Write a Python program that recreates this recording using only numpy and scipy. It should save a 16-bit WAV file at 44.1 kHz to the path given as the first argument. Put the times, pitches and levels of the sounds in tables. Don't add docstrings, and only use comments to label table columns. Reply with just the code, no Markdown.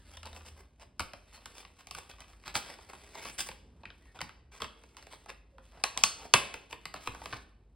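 import sys
import numpy as np
from scipy import signal
from scipy.fft import rfft, irfft, next_fast_len
from scipy.io import wavfile
from scipy.ndimage import uniform_filter1d, map_coordinates

SR = 44100
rng = np.random.default_rng(int(sys.argv[2]) if len(sys.argv) > 2 else 0)


def to_wav(sig):
    pcm = np.clip(np.atleast_2d(sig), -1, 1) * 32767
    pcm = np.round(pcm).astype(np.int16)
    wavfile.write(sys.argv[1], SR, pcm.T)


N = 341775

# start_s, crack_db, thump_db, shell_db, edge_db, decay_ratio, shell_hz, crack_hz
SNAPS = [(5.8383, -29, -24, -1.5, -2, 0.99, 1100, 4740), (5.975, -34, -27, -10.5, -0.5, 0.63, 1000, 4530),
         (6.0368, -22, -24, -7.5, 2.5, 0.94, 1400, 4550), (6.3379, -19, -16.5, 0, -1, 1.7, 1100, 2590)]
# frequency_hz, level_db
SNAP_SPECTRUM = [(40, -19), (120, 2.5), (300, -7), (600, -3), (1000, -0.5), (1900, 1), (2600, 2), (4200, 4),
                 (5200, 3), (6200, 7), (8000, 0), (12000, -7.5), (14000, -18.5), (16500, -17.5)]
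# pitch_hz, level_db, t60_s
POCKET_MODES = [(1070, -20, 0.089), (1112, -10.5, 0.22), (1173, -13.5, 0.2), (2680, -24.5, .15),
                (3220, -26, 0.2)]
def snaps():
    out, t = np.zeros(N), np.arange(SR // 4) / SR
    for start_s, db, thump, shell, edge, decay_ratio, *spot_hz in SNAPS:
        noise = rng.standard_normal(len(t))
        bands = registers(noise, SNAP_SPECTRUM, spot_hz, q=3, spot_db=4.5, lumps_db=3.0)
        levels_db = db + np.array([thump, shell, 0, edge])
        t60_s = decay_ratio * np.array([0.091, 0.026, 0.011, 0.007])
        add(out, start_s, flex(bands, levels_db, t60_s, rise_s=0.0006, travel_s=0.00029))
        hollow = sum(amp(level - 60 * t / t60) * np.sin(2 * np.pi * hz * t)
                     for hz, level, t60 in POCKET_MODES)
        add(out, start_s + 0.002, amp(db + shell - 4.5) * hollow)
    return amp(0.5) * out


def flex(bands, levels_db, t60_s, rise_s, travel_s):
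    slowness = np.array([[4], [2], [1], [1 / 2]])
    t = np.maximum(np.arange(bands.shape[1]) / SR - travel_s * slowness + travel_s / 2, 0)
    attack = 1 - np.exp(-(t / (rise_s * slowness)) ** 2)
    bands = bands * attack * amp(-60 * t / np.array(t60_s)[:, None])
    bands *= np.sqrt(SR / 100) / np.linalg.norm(bands, axis=1, keepdims=True)
    return amp(levels_db) @ bands


CROSSOVERS_HZ = [350, 1600, 5600]
def registers(x, spectrum, spot_hz, q, spot_db, lumps_db):
    def split(hz):
        lowpasses = [0 * hz] + [1 / (1 + (hz / edge) ** 5) for edge in CROSSOVERS_HZ] + [0 * hz + 1]
        spot = sum(1 / (1 + (q * (hz / centre - centre / (hz + 1))) ** 2) for centre in spot_hz)
        knots = np.linspace(np.log(200), np.log(SR / 2), 60)
        lumps = np.interp(np.log(hz + 1), knots, rng.standard_normal(60))
        return np.diff(lowpasses, axis=0) * amp(along(spectrum, hz) + spot_db * spot + lumps_db * lumps)
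    return np.array([unit(band) for band in filtered(x, split)])


# start_s, crack_db, weight_db, hardness_db, spot_hz
TAPS = [(0.1699, -54.5, -1, 3.5, 481), (.2304, -50, -1.5, -4, 1140), (.2558, -54.5, -4, 5, 870),
        (0.2704, -52.5, 0, -3, 900), (.3293, -53.5, -3, -6, 700), (.3627, -51.5, -3, -4, 970),
        (0.995, -35.5, 0, -2.5, 1176), (1.0034, -38.5, 2, -1, 700), (1.1336, -48.5, 4, -5.5, 594),
        (1.457, -47.5, -1, 1, 1400), (1.6489, -51, -5.5, -20, 996), (1.87, -53, -3.5, 2, 833),
        (1.91, -48.5, 1, 7, 960), (1.9489, -45, -2, -0.5, 1420), (2.1124, -52.5, -18, -8, 862),
        (2.2045, -55.5, -6, 4, 900), (2.241, -60.5, 0, -18, 1106), (2.437, -58, -1, -18, 1200),
        (2.5529, -28, -9, -10, 1404), (2.7862, -60.5, 10.5, -7, 860), (2.932, -58.5, 12.5, -4, 847),
        (3.152, -58, 13.5, 5, 840), (3.2532, -45.5, 3.5, -26, 840), (3.385, -44.5, -6, 1, 1500),
        (3.4876, -44.5, 2.5, -1.5, 616), (3.5137, -48.5, -2, -25, 884), (3.8333, -58, 8.5, -28, 950),
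        (3.8537, -43.5, -12, -28, 1560), (3.902, -50.5, -6, -30, 1500), (4.1894, -49, 0, -16, 1297),
        (4.2058, -42.5, -1, -12, 1100), (4.2141, -37.5, -2, -4, 1060), (4.2917, -54.5, 4, -9, 1330),
        (4.6015, -52, 4, -7, 880), (4.619, -36.5, -1, -7, 700), (4.6427, -42.5, -2, -12, 960),
        (4.836, -63.5, 6, 0, 776), (4.9676, -52, -2, -1, 1080), (5.025, -60, 1, 3, 1082),
        (5.068, -56, 3.5, -3.5, 650), (5.1317, -55.5, 7.5, -8, 510), (5.259, -65.5, 15, 4, 640),
        (5.2932, -52.5, 6, -6, 1200), (5.5817, -63, 11, -10, 1070), (6.252, -56, 10, -6, 600),
        (6.54, -40.5, -1, -5, 506), (6.7274, -40.5, -1, -10, 454), (6.8544, -39, -6, -6, 1200),
        (6.94, -47, 8.5, 1, 1120), (7.0727, -36, 2.5, -9, 1140), (7.1472, -59.5, 15.5, 5, 1160),
        (7.2163, -56, 12.5, -11, 900), (7.257, -42, 0.5, -8.5, 882), (7.326, -42.5, 1.5, -15, 1294),
        (7.3311, -43, 4.5, -18, 1207)]
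def taps():
    out = np.zeros(N)
    for start_s, *touch in TAPS:
        add(out, start_s, knock(*touch))
    return out


SPOT_SCATTER = 0.074
# frequency_hz, level_db
KNOCK_SPECTRUM = [(40, -2.5), (110, 1), (300, -1.5), (700, 5.5), (1200, 5.5), (2600, -3.5), (4200, -2),
                  (5200, -4), (6500, -10), (9500, -17.5), (12500, -19.5), (16500, -32.5)]
def knock(db, weight_db, hardness_db, spot_hz):
    crack_hz = 2470 * np.exp(SPOT_SCATTER * rng.standard_normal())
    noise = rng.standard_normal(4096)
    bands = registers(noise, KNOCK_SPECTRUM, [spot_hz, crack_hz], q=2.0, spot_db=8.5, lumps_db=1.7)
    levels_db = register_levels(db, weight_db, hardness_db, thump_db=-8.5)
    t60_s = [0.11, 0.023, 0.013, 0.01284]
    return amp(-2.0) * flex(bands, levels_db, t60_s, rise_s=0.00075, travel_s=0.00069)


def register_levels(db, weight_db, hardness_db, thump_db):
    return db + np.array([thump_db + 0.65 * weight_db, weight_db, 0, hardness_db])


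# start_s, length_s, level_db, weight_db, hardness_db
STROKES = [(.1, 0.065, -60, -1, -.5), (0.249, 0.023, -52.5, 5, -13), (.344, 0.037, -58.5, 6, 2),
           (.45, 0.05, -55.5, -4.5, -0.5), (.558, .066, -64.5, 6, 1), (0.794, 0.043, -57.5, 2.5, -6),
           (1.324, 0.05, -57, -3.5, -1), (1.544, 0.078, -54, -3, 0), (1.781, 0.038, -58.5, -1.5, -3),
           (1.96, 0.031, -48.5, -1, -1.5), (2.091, 0.017, -52.5, -4.5, -4), (2.188, 0.042, -55.5, 1, -7),
           (2.274, 0.06, -62.5, 0, -1.5), (2.447, 0.063, -48, -5, -8), (2.54, 0.043, -38.5, 0, 2.5),
           (2.604, 0.17, -52, -1.5, -5.5), (2.886, 0.018, -56.5, 5.5, -2), (3.129, 0.097, -51.5, -1, -4.5),
           (3.199, 0.13, -47, -4, -2), (3.38, .041, -37.5, -14, 3), (3.462, .013, -49.5, 0, 8),
           (4.145, 0.034, -55, 4.5, -8), (4.511, 0.09, -58, -1.5, -2.5), (4.598, 0.057, -46, 1, -8),
           (4.972, 0.027, -56.5, 1.5, -8), (5.101, 0.058, -54, -4.5, -6.5),
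           (5.282, 0.025, -46, -1.5, -11.5), (5.72, 0.12, -66.5, 9, -13), (5.964, .021, -57.5, 18, -18),
           (6.174, 0.1, -55, 5.5, -2.5), (6.694, 0.042, -56, -1, -1), (6.95, .022, -49, -1, -18),
           (6.997, .11, -55.5, -6, -1.5), (7.292, 0.095, -49.5, -5, -9)]
# frequency_hz, level_db
SCRAPE_SPECTRUM = [(40, -7.5), (110, 1.5), (400, 3.5), (1000, 3.5), (2400, -5), (4200, -7), (5200, -5),
                   (6500, -8), (10000, -14), (12500, -17.5), (16000, -26)]
def scrapes():
    out = np.zeros(N)
    for start_s, length_s, db, weight_db, hardness_db in STROKES:
        n = int((length_s + 0.044) * SR)
        t = np.arange(n) / SR
        swell = 1.078 * (1 - np.exp(-t / (0.16 * length_s)))
        release_db = -60 * np.maximum(t - 0.8 * length_s, 0) / 0.061
        pressure = swell * amp(release_db + 2.95 * wobble(240, n))
        spot_hz = np.array([910, 2400]) * np.exp(SPOT_SCATTER * rng.standard_normal(2))
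        friction = slips(n, per_s=1200, spread_db=2.0, hiss=0.9)
        bands = registers(friction, SCRAPE_SPECTRUM, spot_hz, q=2.9, spot_db=4, lumps_db=2.36)
        levels_db = register_levels(db, weight_db, hardness_db, thump_db=-10)
        add(out, start_s, pressure * (amp(levels_db) @ bands))
    return amp(-4.0) * out


def slips(n, per_s, spread_db, hiss):
    sizes = amp(spread_db * np.minimum(rng.standard_exponential(n), 3)) * rng.standard_normal(n)
    return unit(sizes * (rng.random(n) < per_s / SR)) + hiss * rng.standard_normal(n)


# start_s, pitch_hz, level_db
BUMPS = [(1.004, 77.6, -36.5), (4.215, 120, -46), (4.629, 82, -44), (6.34, 120, -30), (7.08, 97, -40.5),
         (7.331, 118.6, -41)]
def bumps():
    out, t = np.zeros(N), np.arange(SR // 4) / SR
    swing = (1 - np.exp(-t / 0.005)) * amp(-60 * t / 0.11)
    for start_s, hz, db in BUMPS:
        add(out, start_s, amp(db + 2.5) * swing * np.sin(2 * np.pi * hz * t))
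    return out


# start_s, length_s, first_hz, last_hz, level_db, scatter_ratio
SQUEAKS = [(0.129, 0.027, 3127, 3270, -62.5, 0.06), (0.166, 0.016, 3450, 3220, -53.5, 0.08),
           (3.308, 0.06, 6800, 11000, -58.5, 0.1), (3.991, 0.155, 1950, 1790, -72.5, 0.06),
           (5.5, 0.15, 559, 514, -68.5, 0.09)]
def squeaks():
    out = np.zeros(N)
    for start_s, length_s, first_hz, last_hz, db, scatter in SQUEAKS:
        n = int(length_s * SR)
        hz = np.linspace(first_hz, last_hz, n) * (1 + scatter * wobble(1200, n))
        grip = np.sqrt(np.hanning(n)) * amp(3 * wobble(90, n))
        add(out, start_s, amp(db) * unit(grip * np.sin(2 * np.pi * np.cumsum(hz) / SR)))
    return out


# time_s, level_db
GRIP = [(0, -66), (.45, -61), (.74, -79), (.93, -82), (1.2, -66), (1.55, -58), (1.73, -69), (2.02, -60.5),
        (2.38, -67), (2.6, -64.5), (3.02, -56.5), (3.37, -62), (3.62, -79.5), (4.05, -66.5), (4.48, -89),
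        (4.7, -69.5), (5.2, -60.5), (5.46, -88), (5.65, -67.5), (6.0, -60), (6.68, -71), (7.1, -57),
        (7.3, -52.5), (7.55, -84), (7.75, -90)]
# frequency_hz, level_db
RUSTLE_SPECTRUM = [(100, -12.5), (400, -1), (1000, -5), (2600, -5.5), (5000, -8), (10000, -13.5),
                   (13000, -19.5), (16000, -29)]
def rustle():
    spectra = signal.stft(slips(N, per_s=760, spread_db=1.0, hiss=1.0), nperseg=512)[2]
    bend = uniform_filter1d(rng.standard_normal(spectra.shape), size=5, axis=0)
    bend = uniform_filter1d(bend, size=12, axis=1)
    crinkle = signal.istft(spectra * amp(1.8 * unit(bend)), nperseg=512)[1][:N]
    grip_db, = curves(GRIP)
    flicker_db = 1.8 * wobble(22, N) + 2.0 * wobble(150, N)
    return amp(grip_db - 3.5 + flicker_db) * coloured(crinkle, RUSTLE_SPECTRUM)


def ticks(per_s=9):
    out = np.zeros(N)
    grip_db, = curves(GRIP)
    for start in np.flatnonzero(rng.random(N) < per_s / SR):
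        size, spot = rng.standard_normal(2)
        db = grip_db[start] - 4 + 3.5 * size
        spot_hz = 1000 * np.exp(SPOT_SCATTER * spot)
        add(out, start / SR, knock(db, weight_db=2.5, hardness_db=-9, spot_hz=spot_hz))
    return out


# centre_hz, width_hz, peak_db
SHELL_MODES = [(693, 44, -17), (880, 190, -12), (1055, 46, -6), (1128, 19, 1), (1188.6, 11, -9),
               (1620, 23, -5), (2576, 190, -0.5), (3000, 64, -14), (3300, 70, -9.5)]
def blister(x, ring_db):
    def modes(hz):
        return sum(amp(db) * 1j * hz * width / (centre ** 2 - hz ** 2 + 1j * hz * width)
                   for centre, width, db in SHELL_MODES)
    return filtered(x, lambda hz: amp(-1.5) * (1 + amp(ring_db) * modes(hz)))


def room(x, block=11025):
    out = np.zeros((2, N + 2 * SR))
    for start in range(0, N, block):
        part = x[None, start:start + block]
        if part.any():
            echo = signal.fftconvolve(part, walls(), axes=1)
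            out[:, start:start + echo.shape[1]] += echo
    return out[:, :N]


# frequency_hz, t60_s
ROOM_DECAY = [(100, .35), (300, 0.89), (1000, 0.54), (3000, 0.59), (6000, 0.512), (12000, 0.36)]
# frequency_hz, level_db
ROOM_LEVEL = [(80, -0.5), (300, -0.5), (1000, -5), (3000, -3), (6000, -6.5), (12000, -5)]
# frequency_hz, coherence_ratio
ROOM_COHERENCE = [(60, 0.61), (300, 0.53), (1000, 0.53), (2500, .68), (4000, 1), (16000, 1)]
def walls(early_db=8.0, early_t60_s=0.23, onset_s=0.00085):
    hz, t, spectra = signal.stft(rng.standard_normal((2, SR)), SR, nperseg=256)
    tail = amp(-60 * t / along(ROOM_DECAY, hz)[:, None])
    decay = np.hypot(tail, amp(early_db - 60 * t / early_t60_s))
    decay /= np.sqrt(SR * np.mean(decay ** 2, axis=1, keepdims=True))
    side_angle = np.arccos(np.clip(along(ROOM_COHERENCE, hz), -1, 1)) / 2
    gain = amp(along(ROOM_LEVEL, hz)) * np.array([np.cos(side_angle), np.sin(side_angle)])
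    mid, side = signal.istft(spectra * decay * gain[:, :, None], SR, nperseg=256)[1]
    onset = 1 - np.exp(-(np.arange(len(mid)) / SR / onset_s) ** 2)
    return np.array([mid + side, mid - side]) * onset


# time_s, level_db
RUMBLE = [(0, -60.5), (.35, -57), (1.3, -66.5), (2.4, -59.5), (3.3, -61), (3.8, -53.5), (4.2, -61),
          (5.3, -63.5), (6.4, -57.5), (6.75, -63), (7.2, -53.5), (7.75, -63.5)]
# frequency_hz, level_db
RUMBLE_SPECTRUM = [(20, -32.5), (38, -10.5), (55, 10), (85, -1), (130, -9.5), (250, -9.5), (500, -21.5),
                   (1000, -26), (3000, -51), (9000, -71)]
def rumble():
    db, = curves(RUMBLE)
    return amp(db - 2.0 + 1.2 * wobble(13, N)) * coloured(rng.standard_normal(N), RUMBLE_SPECTRUM)


# time_s, pitch_hz, level_db
DRONE = [(0, 82.4, -65.5), (.28, 79.72, -51), (.55, 77.6, -61), (.8, 75.1, -73), (2.0, 83.5, -69.5),
         (2.25, 82.2, -69), (2.48, 79.7, -63), (2.7, 77.8, -79)]
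def drone():
    hz, db = curves(DRONE)
    return amp(db + 1.5 * wobble(8.5, N)) * unit(np.sin(2 * np.pi * np.cumsum(hz) / SR))


# frequency_hz, level_db
AIR_SPECTRUM = [(20, -32.5), (35, -16), (50, 2), (75, -8), (150, -15), (400, -19), (1000, -35.5),
                (3000, -46), (8000, -49.5), (16000, -70.5)]
def air():
    return amp(-68.5) * coloured(rng.standard_normal(N), AIR_SPECTRUM)


def hum(mains_hz=50):
    level = amp(-70 + 2.5 * wobble(1.7, N))
    return level * unit(np.sin(2 * np.pi * mains_hz * np.arange(N) / SR + 0.8 * wobble(3.6, N)))


def amp(db):
    return 10 ** (np.asarray(db) / 20)


def unit(x):
    return x / np.sqrt(np.mean(x ** 2) + 1e-20)


def along(points, hz):
    knots_hz, values = np.transpose(points)
    return np.interp(np.log(hz + 1), np.log(knots_hz + 1), values)


def curves(rows):
    time_s, *columns = np.transpose(rows)
    return [np.interp(np.arange(N) / SR, time_s, column) for column in columns]


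def wobble(rate, n):
    return map_coordinates(rng.standard_normal(int(n * rate / SR) + 4), [np.arange(n) * rate / SR])


def filtered(x, response):
    n = x.shape[-1]
    padded = next_fast_len(n + n // 8)
    return irfft(rfft(x, padded) * response(np.fft.rfftfreq(padded, 1 / SR)), padded)[..., :n]


def coloured(x, spectrum):
    return unit(filtered(x, lambda hz: amp(along(spectrum, hz))))


def add(track, start_s, sound):
    start = max(round(start_s * SR), 0)
    track[start:start + len(sound)] += sound[:max(len(track) - start, 0)]


# frequency_hz, phase_rad
PORT_LEAD = [(20, 0), (1200, 0), (2100, .25), (2900, -.45), (3600, -.15), (4950, -.1), (5300, 2.1),
             (6500, 2.3), (7150, 3.6), (7750, 5.6), (8400, 6.2), (9500, 6.4), (11000, 7.8), (12600, 9.4),
             (14500, 11.6), (16500, 12.5)]
# frequency_hz, level_db
PORT_BALANCE = [(70, 0), (180, -1.3), (700, -1.2), (1400, -.8), (2600, 1.6), (4000, 0), (16000, 0)]
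def ports(x):
    half = np.array([[0.5], [-0.5]])
    def response(hz):
        return amp(half * along(PORT_BALANCE, hz)) * np.exp(1j * half * along(PORT_LEAD, hz))
    return filtered(x, response)


def scene(directions=3):
    handling = taps() + scrapes() + rustle() + squeaks() + ticks()
    snap_echo = sum(room(snaps()) for _ in range(directions)) / np.sqrt(directions)
    damped = blister(handling + room(handling), ring_db=-7)
    free = blister(snaps() + amp(-1.3) * snap_echo, ring_db=2.5)
    return ports(free + amp(0.5) * damped + bumps() + rumble() + air() + drone() + hum())


def record(dry):
    cutoff_hz = 16500
    return filtered(dry, lambda hz: 1 / (1 + (hz / cutoff_hz) ** 120))


dry = scene()
out = record(dry)
to_wav(out)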